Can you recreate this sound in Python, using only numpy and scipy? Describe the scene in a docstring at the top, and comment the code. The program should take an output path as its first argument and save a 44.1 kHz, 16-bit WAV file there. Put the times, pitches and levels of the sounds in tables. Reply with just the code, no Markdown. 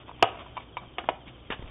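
"""Kitchen counter, a small narrow-band camera close by: a hand fiddles with the plastic cap of a cream carton,
knocks the carton on the counter, then a mug is nudged and scrapes briefly. Carton, cap and mug are struck sets
of damped modes; rustle and scrape are dense clicks in filters; the room adds a noise tail. The microphone also
hears mains hum, hiss, the camera's faint chirping whine and thumps of the hand holding it; the loudest knock
overloads it."""
import sys
import numpy as np
from scipy import signal
from scipy.fft import rfft, irfft
from scipy.io import wavfile
from scipy.ndimage import uniform_filter1d

SR = 44100
rng = np.random.default_rng(int(sys.argv[2]) if len(sys.argv) > 2 else 0)


def to_linear_factor(level_db):
    """Convert decibel levels (scalar or array-like) to linear amplitude factors."""
    exponent = np.asarray(level_db, float) / 20
    return 10 ** exponent


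def generate_wav(sig):
    """Save sig (samples, or channels by samples) to the path in sys.argv[1] as 16-bit PCM at SR."""
    pcm = np.round(np.clip(np.atleast_2d(sig).T, -1, 1) * 32767).astype(np.int16)
    wavfile.write(sys.argv[1], SR, pcm)


N = 74970

# Carton struck on the counter. Each row: start in seconds, strength in dB, treble tilt in dB per octave,
# contact in ms, share of the free ring time, gain in dB of the modes under 500 Hz. Extremes of contact
# and share are limited in blows().
CARTON_KNOCKS = [(.2250, -1.5, 8.5, .3, 0.58, -5), (.2268, -1.5, -0.5, .3, 0.65, -10.5),
                 (.2292, -1, -7.5, 0.46, 0.99, -0.5), (.2425, -11.5, 4, .5, .5, -2),
                 (.2545, -24, 4, 0.33, .4, 0), (.264, -32, 2, .4, .4, 0.5),
                 (.9835, -13.5, 7, .3, 0.61, 16.5), (.9862, -22, 0.5, 0.1, 0.34, 2.5),
                 (.9915, -13.5, 10.5, 1, 0.27, 11.5), (1.0, -39.5, 4, 0.365, .5, -1.5),
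                 (1.017, -33, -8, 0.32, 0.44, 14.5), (1.0876, -10.5, 4, 0.26, 0.36, -10.5),
                 (1.0888, -5, 1, .4, 0.34, -5), (1.0950, -16, 2, .4, 0.57, -14),
                 (1.102, -24, -27, 0.34, 1, 1)]
# Ringing of the carton. Each row: mode in Hz, relative level in dB, free t60 in seconds.
CARTON_MODES = [(300, -42.5, .05), (373, -19, .06), (448, -15, 0.086), (704, -5.5, 0.071), (751, -8, 0.058),
                (756, -1, 0.067), (820, -15.5, 0.079), (993, 9.5, 0.03), (1170, -8.5, 0.058),
                (1231, -8.5, 0.14), (1259, -14, 0.072), (1674, -9.5, 0.03), (1806, -20.5, 0.012),
                (2290, -29, .035), (2270, -26, 0.085), (2885, -11.5, 0.044), (2948, -5, 0.049),
                (3263, -17.5, 0.012), (3300, -13, 0.09)]
# Cap ticking on its thread. Each row: start in seconds, strength in dB, treble tilt in dB per octave,
# contact in ms, share of the free ring time.
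CAP_TICKS = [(.081, -38, -1, 0.4, .5), (.0925, -27.5, -10, 0.63, 0.39), (.0985, -46, 8, 0.3, 0.53),
             (.1135, -28.5, 0, 0.47, 0.22), (.1955, -36.5, -4.5, .3, 0.26), (.345, -34.5, 1, 0.32, 0.73),
             (.462, -35.5, -10, 0.49, 0.75), (.568, -23.5, 4, 0.22, 0.89), (.5725, -37, 12, .3, .8),
             (.576, -22, -3, 0.13, 0.57), (.6035, -33, 8.5, 0.38, .5), (.619, -44, -1.5, .3, .5),
             (.7693, -19, 3.5, 0.14, 0.34), (.7732, -24.5, 3.5, 0.36, 0.81), (.779, -28.5, -1.5, 0.27, 1),
             (.835, -52, -10, 0.48, 0.38), (1.269, -47.5, -6.5, 0.37, .5), (1.285, -47, 2.5, 0.41, 0.46)]
# Ringing of the cap. Each row: mode in Hz, relative level in dB, free t60 in seconds.
CAP_MODES = [(620, -21, .035), (810, -16, 0.03), (981, 11.5, 0.061), (1136, -2, 0.11), (2110, -16.5, 0.023),
             (2302, -1, 0.09), (2800, -15, 0.075), (2740, -22, 0.047), (3720, -11, 0.075)]
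# Mug base meeting the counter. Each row: start in seconds, strength in dB, treble tilt in dB per octave,
# contact in ms, share of the free ring time.
MUG_HITS = [(1.5028, -17.5, -0.5, 0.12, 1), (1.5935, -34.5, -4.5, 0.18, .5), (1.624, -30.5, 0.5, 0.21, .9)]
# Ringing of the mug. Each row: mode in Hz, relative level in dB, free t60 in seconds.
MUG_MODES = [(260, -0.5, 0.014), (435, 1, 0.025), (930, -7, 0.075), (1470, -8, .02), (2000, -1.5, .02),
             (2800, -22, .015), (3540, -4, .015)]
# Bass limit of each struck body, by name, in Hz.
LOWEST_HZ = {"carton": 309.4, "cap": 534, "mug": 139}
# Mug scraping on the counter. Each row: time in seconds, level in dB.
SCRAPE_LEVEL = [(1.502, -60), (1.505, -34.5), (1.513, -34.5), (1.523, -30), (1.535, -36), (1.55, -42.5),
                (1.558, -78)]
# Spectrum of the scrape. Each row: frequency in Hz, relative level in dB per Hz.
SCRAPE_COLOUR = [(88, -56.5), (150, -26), (589, -11), (1200, -8.5), (1390, -11.5), (1820, -6.5),
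                 (1970, -16), (2790, -8.5), (3700, -18), (4810, -45), (8140, -120)]
# Carton rustling in the hand. Each row: time in seconds, level in dB, extra gain of its treble in dB.
RUSTLE_LEVEL = [(0, -51, 2.5), (.05, -58.5, -5), (.075, -54, 2), (.09, -47, 2), (.105, -48, -5),
                (.125, -57.5, -3), (.2, -61, 8), (.235, -49, -1), (.26, -43.5, -0.5), (.32, -48, -4),
                (.37, -48.5, -0.5), (.41, -43.5, -1.5), (.44, -51, -0.5), (.5, -55, 2), (.55, -55, -4),
                (.6, -47, -4.5), (.625, -57, 9.5), (.65, -60.5, 0.5), (.79, -55.5, -8.5), (.835, -49, -9),
                (.87, -59, 4), (.97, -59.5, -2), (1.0, -40, -10), (1.03, -54.5, -4), (1.042, -39, -12),
                (1.055, -49, -4), (1.08, -51, 0), (1.12, -64, -14), (1.2, -62, 3.5), (1.25, -57.5, -6),
                (1.283, -53, 11), (1.31, -58.5, -0.5), (1.5, -60.5, 3), (1.62, -51.5, -5),
                (1.7, -54.5, 3.5)]
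# Broad resonances of the rustle, three low and two high. Each row: centre in Hz, width in Hz, relative level in dB.
RUSTLE_BANDS = [(350, 300, 4), (670, 450, 7.5), (1030, 495, 0.5), (2480, 1660, -0.5), (3100, 300, -18.5)]
# Hand on the camera body. Each row: start in seconds, starting level in dB, pitch in Hz, t60 in seconds.
GRIP_THUMPS = [(0.144, -40, 70, .05), (0.23, -32, 105.8, 0.19), (0.818, -43, 198, 0.11),
               (0.876, -39.5, 112, 0.027), (1.275, -36, 222, 0.031), (1.504, -37, 48.3, 0.11),
               (1.535, -39, 125, 0.092), (1.5946, -27, 109, 0.026), (1.621, -38, 35.5, 0.76),
               (1.643, -31.5, 61.6, 0.06), (1.663, -35, 44.5, 0.13)]
# Mains hum. Each row: partial in Hz, rms level in dB that it wavers around.
HUM_PARTIALS = [(59.8, -57), (119.6, -64.5), (179.5, -70), (239.5, -63.5), (299.5, -68.5), (359.5, -68),
                (479, -77)]
# Spectrum of the hiss. 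Each row: frequency in Hz, relative level in dB per Hz.
HISS_COLOUR = [(12, -42), (20, -11), (129, -0.5), (227, -17), (271, -8.5), (558, -12.5), (680, -34),
               (846, -19.5), (2640, -33), (3080, -18.5), (3750, -26), (4880, -67.5), (8250, -120)]


def table(rows):
    """Columns of a table as arrays."""
    return np.array(rows, float).T


def unit(x):
    """Scale to an rms of 1."""
    return x / np.sqrt(np.mean(x ** 2))


def colour(x, points):
    """Shape a spectrum by (Hz, dB) points joined over log frequency."""
    hz, db = table(points)
    f = np.fft.rfftfreq(N, 1 / SR) + 1e-3
    return irfft(rfft(x) * to_linear_factor(np.interp(np.log(f), np.log(hz), db)), N)


def band(x, hz, width):
    """Two-pole resonance, gain 1 at the centre."""
    return signal.lfilter(*signal.iirpeak(hz, hz / max(width, 1), fs=SR), x)


def walk(rate):
    """Slow smooth chance with a spread near 1, renewed `rate` times a second."""
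    k = int(SR / rate)
    steps = np.repeat(rng.standard_normal(N // k + 1), k)
    return 1.3 * uniform_filter1d(uniform_filter1d(steps, k), k)[:N]


def curve(rows, axis=1):
    """Gain over time from a dB column of a table."""
    cols = table(rows)
    return to_linear_factor(np.interp(np.arange(N) / SR, cols[0], cols[axis]))


def grains(per_s, spread_db):
    """Dense random clicks, a few much larger than the rest."""
    hit = rng.random(N) < per_s / SR
    sign = rng.choice([-1, 1], N)
    return unit(hit * sign * to_linear_factor(spread_db * rng.exponential(size=N)))


def add(out, at_s, x):
    """Lay a sound into the scene at a time in seconds."""
    i = int(at_s * SR)
    out[i:i + len(x)] += x[:N - i]


def blows(events, modes, low_hz):
    """Each blow pushes for its contact time, rings the modes with its own mix and adds a short noise crack."""
    level_scatter_db, pitch_scatter = 1.5, .012
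    crack_db, crack_decay_s = -7.5, .0059
    out, t = np.zeros(N), np.arange(SR // 5) / SR
    hz, db, t60 = table(modes)
    chance = rng.standard_normal((len(events), 2, len(hz)))
    noises = rng.standard_normal((len(events), len(t)))
    for event, (level_chance, pitch_chance), noise in zip(events, chance, noises):
        at, strength_db, tilt_db, contact_ms, free, *bass_db = event
        mode_db = db + tilt_db * np.log2(hz / 1000) + sum(bass_db) * (hz < 500)
        gain = to_linear_factor(mode_db + level_scatter_db * level_chance)
        pitch = hz * (1 + pitch_scatter * pitch_chance)
        decay = np.exp(-np.log(1000) * t[:, None] / (t60 * np.clip(free, .1, .8)))
        ring = (gain * np.sin(2 * np.pi * pitch * t[:, None]) * decay).sum(axis=1)
        ring = ring / np.abs(ring).max()
        crack = band(noise, 2700, 1800) * np.exp(-t / crack_decay_s)
        ring = ring + to_linear_factor(crack_db + tilt_db) * crack
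        # a longer contact dulls the treble
        u = np.arange(64) / SR / (np.clip(contact_ms, .05, 1.4) / 1000)
        push = np.sin(np.pi * np.minimum(u, 1)) ** 2
        add(out, at, to_linear_factor(strength_db) * np.convolve(ring, push / push.sum()))
    # small bodies radiate no bass
    return signal.sosfilt(signal.butter(3, low_hz, "high", fs=SR, output="sos"), out)


def carton_knocks():
    """The carton rings in its damped modes after each knock on the counter."""
    return blows(CARTON_KNOCKS, CARTON_MODES, LOWEST_HZ["carton"])


def cap_ticks():
    """The plastic cap ticks on its thread and rings in its own modes."""
    return blows(CAP_TICKS, CAP_MODES, LOWEST_HZ["cap"])


def mug_hits():
    """The mug base meets the counter and rings in short damped modes."""
    return blows(MUG_HITS, MUG_MODES, LOWEST_HZ["mug"])


def scrape():
    """Stick-slip clicks of the mug base over the stone, coloured by a fixed spectrum."""
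    t = np.arange(N) / SR
    on = (t > SCRAPE_LEVEL[0][0]) & (t < SCRAPE_LEVEL[-1][0])
    clicks = grains(per_s=6000, spread_db=2.5)
    return on * curve(SCRAPE_LEVEL) * unit(colour(clicks, SCRAPE_COLOUR))


def rustle():
    """Small creaks of board and cap in their broad resonances."""
    creaks = grains(per_s=3000, spread_db=2.5)
    rings = [to_linear_factor(db) * band(band(creaks, hz, width), hz, width) for hz, width, db in RUSTLE_BANDS]
    low, high = sum(rings[:3]), sum(rings[3:])
    return curve(RUSTLE_LEVEL) * (low + curve(RUSTLE_LEVEL, axis=2) * high) / np.std(low)


def thumps():
    """Low damped swings of the camera body under the gripping hand."""
    out, t = np.zeros(N), np.arange(SR // 4) / SR
    for at, db, hz, t60 in GRIP_THUMPS:
        decay = np.exp(-np.log(1000) * t / t60)
        add(out, at, -to_linear_factor(db) * np.sin(2 * np.pi * hz * t) * decay)
    return out


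def room(x):
    """Kitchen tail: decaying noise that fades in after a short gap."""
    t60_s, gap_s, level_db = .33, .008, -14.5
    t = np.arange(SR // 2) / SR
    fade_in = np.clip(t / gap_s - 1, 0, 1)
    tail = rng.standard_normal(len(t)) * np.exp(-np.log(1000) * t / t60_s) * fade_in
    return to_linear_factor(level_db) * signal.fftconvolve(x, tail / np.sqrt(np.sum(tail ** 2)))[:N]


def hum():
    """Mains hum: steady pitches, each partial wavering in level on its own."""
    waver_db, waver_per_s = 1.5, 8
    out, t = np.zeros(N), np.arange(N) / SR
    for hz, db in HUM_PARTIALS:
        level = np.sqrt(2) * to_linear_factor(db + waver_db * walk(waver_per_s))
        out += level * np.sin(2 * np.pi * (hz * t + rng.random()))
    return out


def hiss():
    """Room hiss: coloured noise whose level flickers a little."""
    level_db, flicker_db, flicker_per_s = -52, 1.2, 12
    level = to_linear_factor(level_db + flicker_db * walk(flicker_per_s))
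    return level * unit(colour(rng.standard_normal(N), HISS_COLOUR))


def whine():
    """A thin, unsteady falling tone from the camera electronics, repeating with every picture."""
    pictures_per_s, phase_s, length_s = 15, .052, .056
    top_hz, end_hz, bend = 3360, 2900, 1.4
    level_db, flicker_db, wobble = -62, 2.5, .009
    t = np.arange(N) / SR
    u = np.minimum((t - phase_s) % (1 / pictures_per_s) / length_s, 1)  # 0 to 1 through each chirp
    hz = (top_hz + (end_hz - top_hz) * u ** bend) * (1 + wobble * walk(70))
    swell = np.sqrt(np.sin(np.pi * u).clip(0))
    level = to_linear_factor(level_db + flicker_db * walk(90)) * np.sqrt(2)
    return level * swell * np.sin(2 * np.pi * np.cumsum(hz) / SR)


def scene():
    """Everything at the microphone; only the blows and the scrape excite the room tail."""
    near = carton_knocks() + cap_ticks() + mug_hits() + scrape()
    return (near + room(near) + rustle() + thumps() + hum() + hiss() + whine())[None]


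def low_pass(x):
    """Removes everything above the highest recorded frequency."""
    return signal.sosfilt(signal.butter(12, 16510, fs=SR, output="sos"), x)


def record(dry):
    """The camera's narrow band, then overload that rounds off the loudest swings."""
    band_hz, ceiling_db, hardness = 3680, -5.8, 8
    x = signal.sosfilt(signal.ellip(10, .3, 66, band_hz, fs=SR, output="sos"), dry)
    x = x / (1 + np.abs(x / to_linear_factor(ceiling_db)) ** hardness) ** (1 / hardness)
    return low_pass(x)


dry = scene()
out = record(dry)
generate_wav(out)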